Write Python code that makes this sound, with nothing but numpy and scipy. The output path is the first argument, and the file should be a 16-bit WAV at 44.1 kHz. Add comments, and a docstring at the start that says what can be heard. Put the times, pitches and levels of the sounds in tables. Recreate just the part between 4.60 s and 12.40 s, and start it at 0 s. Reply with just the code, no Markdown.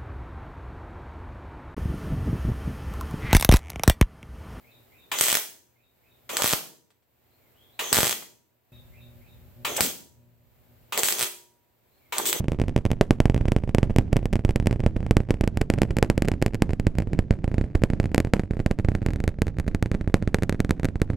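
"""Six short spot welds on sheet steel in a small workshop, a stereo microphone close to the torch.
At first the idling wire-feed welder hums and a bird sings faintly, far off outside. From half a second
in, each weld opens with a burst of hiss that settles and whistles; the arc strikes, pops and sizzles,
steel and room ring out, and the background dips. Spatter ticks after welds two and three. Near 4 s the
background jumps back with a heavier rumble; in the fourth weld the wire sticks and squeals; two follow."""
import sys
import numpy as np
from scipy import signal
from scipy.fft import rfft, irfft, next_fast_len
from scipy.io import wavfile

SR = 44100
rng = np.random.default_rng(int(sys.argv[2]) if len(sys.argv) > 2 else 0)


def to_wav(sig):
    """Store sig (one row per channel, or 1-D mono) as 16-bit WAV at the path in sys.argv[1].

    Samples outside -1..1 are clipped; the rate is SR.
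    """
    pcm = np.clip(np.atleast_2d(sig), -1, 1) * 32767
    pcm = np.round(pcm).astype(np.int16)
    wavfile.write(sys.argv[1], SR, pcm.T)  # frames by channels


N = 343980
JUMP_S = 4.119  # the background comes straight back up here

# the welds: (trigger [s], gas off [s], relative burst level [dB], relative flow level [dB],
# relative whistle level [dB], how freely the sheet rings at that spot [dB], background dip [dB])
SPOT_WELDS = [(0.515, 0.789, -25, -33.5, -36.5, -7.5, 9), (1.691, 1.949, -33.5, -35, -40, -7, 13),
              (3.191, 3.53, -25, -36.5, -38, -5.5, 11.5), (5.047, 5.305, -24, -37, -41, -1, 8.5),
              (6.322, 6.67, -27, -35.5, -41.5, 5.5, 9), (7.522, 7.79, -27.5, -37.5, -41, 11.5, 5)]
# the arc strikes or a big drop blows apart: (time [s], crack size [1.3 dB steps], thump energy [dB])
LOUD_POPS = [(0.5876, 0, -18), (0.6106, 9.5, -1.5), (0.6389, 1, -16), (0.684, 2.5, -11.5), (0.7014, 2, -16),
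             (0.7277, 3.5, -6.5), (0.7432, 1.5, -12.5), (0.7524, 5.5, -10.5), (0.771, 0.5, -13),
             (1.7692, 3.5, -11), (1.8211, 3.5, -4), (1.8432, 1.5, 0.5), (1.928, 2.5, -5.5),
             (1.9345, 3.5, 2.5), (3.3285, 9.5, -2), (3.3595, 1.5, -11), (3.3692, 3.5, -2.5),
             (3.3785, 4, -2), (3.3869, 2.5, 6), (3.4058, 2, -3), (3.431, 3.5, 2.5), (3.4446, 0, -7.5),
             (3.4695, 0.5, -5), (5.2074, 8, 1.5), (6.3763, 2.5, -15.5), (6.4335, 5, -7), (6.4857, 3, -16.5),
             (6.5249, 1.5, -16), (6.6271, 2, -10), (7.5831, 3, -26), (7.7288, 3.5, -14)]
# the arc burns: (start [s], end [s], sizzle level [dB], crack size [1.3 dB steps], thump energy [dB])
ARC_BURNS = [(.59, .604, -28, -6.5, -26), (0.618, .72, -26, -1, -20), (1.776, 1.82, -33.5, -13.5, -28.5),
             (1.835, 1.922, -29.5, -1, -15), (3.336, 3.53, -27.5, -1, -12.5), (5.165, 5.173, -24, -6, -26),
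             (5.212, 5.266, -25, -12, -28.5), (6.381, 6.399, -23, -12.5, -28.5),
             (6.44, 6.513, -24.5, -4, -16.5), (6.585, 6.648, -31.5, -2, -18),
             (7.656, 7.704, -23.5, -5.5, -22)]


def from_db(db):
    """Decibels to gain."""
    return 10 ** (np.asarray(db) / 20)


def unit_energy(x):
    """Scale each channel to a sum of squares of one."""
    return x / np.sqrt(np.sum(x ** 2, axis=-1, keepdims=True) + 1e-20)


def at_hz(points, hz):
    """Read a table on a log-frequency axis."""
    table = np.array(points)
    return np.interp(np.log(np.maximum(hz, 1)), np.log(table[:, 0]), table[:, 1])


def seconds():
    """The time of every sample."""
    return np.arange(N) / SR


def filtered(x, hz, kind, order=1):
    """Butterworth low- or high-pass."""
    return signal.sosfilt(signal.butter(order, hz, kind, fs=SR, output="sos"), x + 1e-18)


def resonance(x, hz, width_hz):
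    """Band-pass with gain 1 at its peak."""
    r = np.exp(-np.pi * width_hz / SR)
    feedback = [1, -2 * r * np.cos(2 * np.pi * hz / SR), r * r]
    return signal.lfilter(np.array([1, 0, -1]) * (1 - r * r) / 2, feedback, x)


def stereo(mid, side, alike):
    """Mix two independent noises into left and right with the correlation `alike`."""
    return (np.sqrt(1 + alike) * mid + np.sqrt(1 - alike) * side * [[1], [-1]]) / np.sqrt(2)


def stereo_white(size, alike):
    """Two white noises with the given correlation."""
    return stereo(*rng.standard_normal((2, size)), alike)


def noise(spectrum, alike):
    """Stereo noise of a given colour, rms 1."""
    size = next_fast_len(N)
    colour = from_db(at_hz(spectrum, np.fft.rfftfreq(size, 1 / SR)))
    shaped = irfft(rfft(stereo_white(size, alike)) * colour, size)
    return unit_energy(shaped[:, :N]) * np.sqrt(N)


def flutter(rate_hz, depth_db):
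    """A gain that wanders at random, rms 1."""
    knots = np.interp(seconds() * rate_hz, np.arange(N // 10), rng.standard_normal(N // 10))
    return unit_energy(from_db(depth_db * knots)) * np.sqrt(N)


def gates(rows, rise_s, fall_s):
    """Envelope of (start [s], end [s], level [dB]) rows: a quick rise, a hold, an exponential fall."""
    t, out = seconds(), np.zeros(N)
    for start, end, level_db in rows:
        span = slice(int(start * SR), int((end + .5) * SR))
        rise = np.clip((t[span] - start) / rise_s, 0, 1)
        fall = np.exp(-np.maximum(t[span] - end, 0) / fall_s)
        out[span] += from_db(level_db) * rise * fall
    return out


def add(out, at_s, sound):
    """Mix a sound in at a time."""
    start = round(at_s * SR)
    out[..., start:start + sound.shape[-1]] += sound[..., :max(N - start, 0)]


def glide(length_s, from_hz, to_hz, waver, bend):
    """A rough whistle that slides quickly at first and then levels out."""
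    progress = np.linspace(0, 1, int(length_s * SR))
    wobble = np.interp(progress, np.linspace(0, 1, 60), rng.standard_normal(60))
    hz = (to_hz + (from_hz - to_hz) * (1 - progress) ** bend) * (1 + waver * wobble)
    return np.sqrt(np.abs(np.sin(np.pi * progress))) * np.sin(2 * np.pi * np.cumsum(hz) / SR)


def room_tone(surge_hold_s=1.53, surge_fade_s=.46):
    """Rumble and mains hum of the idling welder, with a heavier rumble from the jump that holds and fades; the
    air of its fan; a fine hiss."""
    # mains harmonics: (frequency [Hz], relative level [dB])
    harmonics = [(120, -5), (240, -11.5), (360, -19), (540, -22), (600, -20)]
    # spectra of rumble, fan and hiss: (frequency [Hz], relative density [dB])
    rumble_spectrum = [(20, -11.5), (50, 8), (90, 14.5), (130, 8), (190, 2.5), (400, -46)]
    fan_spectrum = [(100, -13), (230, -2), (380, 0), (700, -3), (1200, -10.5), (2500, -11.5), (5000, -25.5),
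                    (10000, -42.5)]
    hiss_spectrum = [(1500, -14), (4000, -3), (6000, -9), (7700, -3), (9200, -10.5), (11500, -3),
                     (14500, 7), (16000, -2.5)]
    t, hum = seconds(), 0
    for hz, level_db in harmonics:
        phase = 2 * np.pi * (hz * t + rng.random()) + rng.normal(size=(2, 1)) / 2
        hum += from_db(level_db) * np.sqrt(2) * np.sin(phase)
    rumble = from_db(-2.5) * noise(rumble_spectrum, alike=.082)
    drone = rumble + hum * flutter(rate_hz=15, depth_db=4.5)
    surge = (t > JUMP_S) * np.exp(-np.maximum(t - JUMP_S - surge_hold_s, 0) / surge_fade_s)
    air = noise(fan_spectrum, alike=.24) + noise(hiss_spectrum, alike=.034)
    return (from_db(-64.5) + from_db(-52.5) * surge) * drone + from_db(-63.5) * air


def dips(onset_s=.29, hold_s=.5, recover_s=.28):
    """Gain of everything distant: it sinks under each weld, holds and recovers; the jump ends a dip."""
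    t, sunk_db = seconds(), np.zeros(N)
    for on, off, *_, depth_db in SPOT_WELDS:
        sink = np.clip((t - on) / onset_s, 0, 1)
        release = np.exp(-np.maximum(t - off - hold_s, 0) / recover_s)
        active = (on > JUMP_S) | (t < JUMP_S)
        sunk_db = np.maximum(sunk_db, depth_db * sink * release * active)
    return from_db(-sunk_db)


def bird(waver=.034):
    """Outside, a bird slurs two whistled phrases; one that straddles the jump is heard only from there."""
    # notes: (delay [s], length [s], start pitch [Hz], end pitch [Hz], relative level [dB], bend [exponent])
    call = [(0, .09, 1960, 2608, -1.5, 1.8), (.075, .08, 3800, 3674, -3, 1.5)]
    warble = [(0, 0.07, 4020, 4206, -10, 2), (.076, .11, 2460, 2067, -7, 1.5),
              (.247, .165, 2620, 3450, -1, 3.5), (.422, .036, 3670, 4106, -3, 2)]
    # when it sings each phrase: (time [s], relative level [dB])
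    call_times = [(.02, -55.5), (0.297, -54.5), (1.136, -57.5), (1.404, -59), (4.042, -51.5),
                  (4.312, -54.5), (4.592, -59)]
    warble_times = [(2.695, -57.5), (7.303, -57)]
    out = np.zeros((2, N))
    for phrase, times in ((call, call_times), (warble, warble_times)):
        phrase_s = phrase[-1][0] + phrase[-1][1]
        for at_s, level_db in times:
            heard_from_s = JUMP_S if at_s < JUMP_S < at_s + phrase_s else 0
            for delay_s, length_s, from_hz, to_hz, note_db, bend in phrase:
                note = glide(length_s, from_hz, to_hz, waver, bend)
                heard = at_s + delay_s + np.arange(len(note)) / SR >= heard_from_s
                add(out, at_s + delay_s, from_db(level_db + note_db) * note * heard)
    return out


def workshop(x, first_echo_s=.0021, build_s=.001):
    """Dense reflections from bench and walls; each half-octave dies at its own rate."""
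    # the room's decay: (frequency [Hz], t60 [s])
    decay_times = [(100, 0.8), (400, 0.63), (1000, 0.38), (3000, 0.3861), (7700, 0.47), (11000, 0.3552),
                   (16000, 0.43)]
    # its colour: (frequency [Hz], relative level [dB])
    colour = [(60, -34), (150, -5.5), (400, -4), (1000, -3), (3000, 0), (5500, 0), (8000, -2), (9300, 1),
              (12000, 5.5), (16000, 2.5)]
    # likeness of left and right at the microphone: (frequency [Hz], correlation [-1 to 1])
    likeness = [(100, -.1), (250, 0.1), (600, 0.61), (2000, .45), (4000, .2), (8000, .3), (13000, 0)]
    t, bins = np.arange(SR) / SR, np.fft.rfftfreq(SR, 1 / SR)
    mid, side = rfft(rng.standard_normal((2, SR)))
    spectrum = stereo(mid, side, at_hz(likeness, bins)) * from_db(at_hz(colour, bins)) / np.sqrt(SR)
    edges_hz, tail = 30 * 2 ** np.arange(0, 10, .5), 0
    for low, high in zip(edges_hz, edges_hz[1:]):
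        t60 = at_hz(decay_times, np.sqrt(low * high))
        band = irfft(spectrum * ((bins >= low) & (bins < high)), SR)
        tail += band * from_db(-60 * t / t60) * np.sqrt(np.log(1e6) / t60)  # same energy at any t60
    build_up = np.clip((t - first_echo_s) / build_s, 0, 1)
    return signal.fftconvolve(x, tail * build_up, axes=1)[:, :N]


def near_echoes(x):
    """The direct sound, and its repeats off hard surfaces near the torch within a few milliseconds."""
    # off helmet and sheet: (left delay [s], right delay [s], level [dB])
    reflections = [(.00205, 0.0016, -17), (.0044, .0049, -15), (.0063, .0058, -22)]
    out = x.copy()
    for left_s, right_s, level_db in reflections:
        add(out[0], left_s, from_db(level_db) * x[0])
        add(out[1], right_s, from_db(level_db) * x[1])
    return out


def steel(drive):
    """Each mode of the sheet soaks up energy from the weld and gives it back as a fading tone."""
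    # the sheet's modes: (frequency [Hz], gain [dB], t60 [s])
    modes = [(355, -62, .65), (410, -61, .5), (602, -66, .5), (958, -73, 1.2)]
    spots = [(on, off, ring_db) for on, off, *_, ring_db, _ in SPOT_WELDS]
    coupling = gates(spots, rise_s=.01, fall_s=.1)
    power = np.mean((coupling * drive) ** 2, axis=0)
    t, out = seconds(), 0
    for hz, gain_db, t60 in modes:
        kept_per_sample = 1e-6 ** (1 / (t60 * SR))
        stored = signal.lfilter([1], [1, -kept_per_sample], power + 1e-18)
        tone = np.sin(2 * np.pi * hz * t + rng.normal(size=(2, 1)) / 2)
        out += from_db(gain_db) * np.sqrt(stored) * tone
    return out


def spatter():
    """Beads of metal tick on bench and floor."""
    # landings: (time [s], energy before the low-pass [dB])
    landings = [(2.305, -27), (2.425, -39.5), (3.625, -7.5)]
    out = np.zeros((2, N))
    for at_s, energy_db in landings:
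        add(out, at_s, from_db(energy_db) * crack(scatter_s=.021, scatter_db=9, low_cut_hz=300))
    return filtered(out, 2200, "low")


def low_booms(fall_s=.0037, growth=1.3):
    """Each loud pop brings a short low boom, different in left and right, louder with its thump."""
    t, out = np.arange(SR // 10) / SR, np.zeros((2, N))
    for at_s, _, thump_db in LOUD_POPS:
        burst = stereo_white(len(t), alike=-.11) * np.exp(-t / fall_s)
        boom = filtered(filtered(burst, 170, "low", order=2), 55, "high", order=2)
        add(out, at_s, from_db(growth * thump_db - 8) * unit_energy(boom))
    return out


def gas(onset_s=.0025, whistle_delay_s=.02):
    """Each weld opens with a brief loud burst of hiss; the steady gas flow then whistles in the nozzle."""
    # spectra of burst and flow: (frequency [Hz], relative density [dB])
    burst_spectrum = [(60, -23), (300, -18), (700, -7), (1000, 4), (1600, -5), (2600, 1), (4000, -5),
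                      (5500, -15), (7500, -9), (10000, -18), (16000, -12)]
    flow_spectrum = [(60, -15.5), (150, -6.5), (400, 4), (800, 0), (1600, -2.5), (3300, -3), (5000, -11),
                     (7500, -0.5), (10000, -10), (16000, -6)]
    # nozzle resonances: (frequency [Hz], half-width of each filter pass [Hz], relative level [dB])
    nozzle_modes = [(3280, 200, 2), (6300, 350, 2.5)]
    on, off, burst_db, flow_db, whistle_db, *_ = np.transpose(SPOT_WELDS)
    burst = gates(zip(on, on + onset_s, burst_db), onset_s, fall_s=.027) * noise(burst_spectrum, alike=.59)
    flow = gates(zip(on, off, flow_db), onset_s, fall_s=.0089) * noise(flow_spectrum, alike=.17)
    flow *= flutter(rate_hz=120, depth_db=.5)
    white = stereo_white(N, alike=.38)
    tone = sum(from_db(db) * resonance(resonance(white, hz, 2 * half_width), hz, 2 * half_width)
               for hz, half_width, db in nozzle_modes)
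    blowing = gates(zip(on + whistle_delay_s, off, whistle_db), rise_s=.03, fall_s=.0063)
    whistle = blowing * unit_energy(tone) * np.sqrt(N) * flutter(rate_hz=140, depth_db=-2)
    return from_db(1) * burst + from_db(-1.5) * flow + from_db(.5) * whistle


def squeal(at_s=5.17, level_db=-34):
    """The wire sticks once and melts with a falling squeal before the arc breaks through."""
    out = np.zeros((2, N))
    add(out, at_s, from_db(level_db) * glide(.034, from_hz=4600, to_hz=450, waver=.25, bend=1.2))
    return out


def sizzle(fade_db_per_s=55):
    """Between the pops the arc fries in fine grains, calming as the pool forms."""
    # spectrum of the frying: (frequency [Hz], relative density [dB])
    spectrum = [(100, -13.5), (1000, -13.5), (3500, 3), (5500, -1.5), (8000, 10), (9300, -3), (12000, 1),
                (16000, 1.5)]
    t, frying = seconds(), 0
    for start, end, level_db, *_ in ARC_BURNS:
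        calming = from_db(-fade_db_per_s * np.clip(t - start, 0, 1))
        frying += gates([(start, end, level_db)], rise_s=.0016, fall_s=.0053) * calming
    grains = flutter(rate_hz=1500, depth_db=4)
    return frying * grains * noise(spectrum, alike=.36)


def sputter():
    """The wire stubs and burbles where it meets cold steel."""
    # stubs on the sheet: (start [s], end [s], pitch [Hz], level [dB])
    stubs = [(0.547, .58, 447, -47), (1.73, 1.766, 419.7, -39.5), (1.785, 1.803, 654, -31),
             (3.217, 3.259, 396, -42.5), (3.317, 3.333, 412, -31.5), (5.077, 5.154, 350, -38),
             (5.179, 5.2, 600, -29.5), (5.204, 5.271, 167, -35), (6.372, 6.394, 449, -31.5),
             (7.564, 7.596, 645, -33.5), (7.59, 7.761, 279.6, -39)]
    out, white = np.zeros((2, N)), stereo_white(N, alike=.45)
    spits = flutter(rate_hz=240, depth_db=3.5)
    for start, end, hz, level_db in stubs:
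        burble = unit_energy(resonance(resonance(white, hz, 1.3 * hz), hz, 1.3 * hz)) * np.sqrt(N)
        out += gates([(start, end, level_db)], rise_s=.0017, fall_s=.012) * spits * burble
    return out


def crack(scatter_s, scatter_db=0, low_cut_hz=500, lag_s=.00002):
    """A shock front about 0.1 ms wide, then its scatter off torch, helmet and sheet; unit energy."""
    # peaks that colour the crack: (frequency [Hz], width [Hz], gain [dB])
    peaks = [(3320, 340, -10.5), (8100, 510, 7), (13900, 9700, -8.5)]
    t = np.arange(SR // 50) / SR
    front = unit_energy(filtered(1. * (t == 0), 5500, "low", order=2))
    front = np.array([np.interp(t - lag_s, t, front, left=0), front])  # reaches the right side first
    scatter = unit_energy(stereo_white(len(t), alike=.29) * np.exp(-t / scatter_s))
    shock = filtered(front + from_db(scatter_db) * scatter, low_cut_hz, "high")
    return unit_energy(shock + sum(from_db(db) * resonance(shock, hz, width) for hz, width, db in peaks))


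def thump(energy_db, corner_at_0db_hz=700, db_per_octave=14):
    """The suction behind the shock: the bigger the blown drop, the longer and deeper it is."""
    click = 1. * (np.arange(SR // 50) == 0)
    corner_hz = corner_at_0db_hz * 2 ** (-energy_db / db_per_octave)
    pulse = filtered(filtered(click, corner_hz, "low"), 1800, "low")
    suction = filtered(pulse, 82, "high", order=2)
    return -from_db(energy_db) * unit_energy(suction)


def short_circuits(rate_hz=120, jitter_s=.0006, miss_share=.15, clearance_s=.005):
    """The wire shorts unevenly on the crests of the rectified mains; rows as in LOUD_POPS."""
    rows, loud_s = [], np.array(LOUD_POPS)[:, 0]
    for start, end, _, crack_size, thump_db in ARC_BURNS:
        for crest_s in np.arange(start, end, 1 / rate_hz):
            late, strength = rng.standard_normal(2)
            change = 2 * strength - 13 * (crest_s - start)  # gentler as the pool forms
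            if rng.random() > miss_share and np.abs(loud_s - crest_s).min() > clearance_s:
                rows.append((crest_s + jitter_s * late, crack_size + change, thump_db + 2 * change))
    return rows


def pops(db_per_step=1.3):
    """Every short circuit ends in a crack and a thump; the big ones blast harder."""
    out = np.zeros((2, N))
    for at_s, crack_size, thump_db in list(LOUD_POPS) + short_circuits():
        crack_db = db_per_step * crack_size + 1.4
        add(out, at_s, from_db(crack_db) * crack(scatter_s=.0013) + thump(thump_db))
    return out


def scene():
    """The weld close to the microphone; the bird far off, heard mostly through the room."""
    distant_gain = dips()
    shop, song = distant_gain * room_tone(), distant_gain * bird()
    weld = sizzle() + sputter() + gas() + spatter() + squeal() + pops()
    room = workshop(from_db(-5) * weld + song)
    return shop + from_db(-13) * song + room + near_echoes(weld) + low_booms() + steel(weld)


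def record(dry, ceiling=.74, cutoff_hz=15900):
    """The highest peaks are rounded and the top treble is cut."""
    rounded = ceiling * np.tanh(dry / ceiling)
    return signal.sosfilt(signal.ellip(12, .2, 80, cutoff_hz, fs=SR, output="sos"), rounded)


dry = scene()
out = record(dry)
to_wav(out)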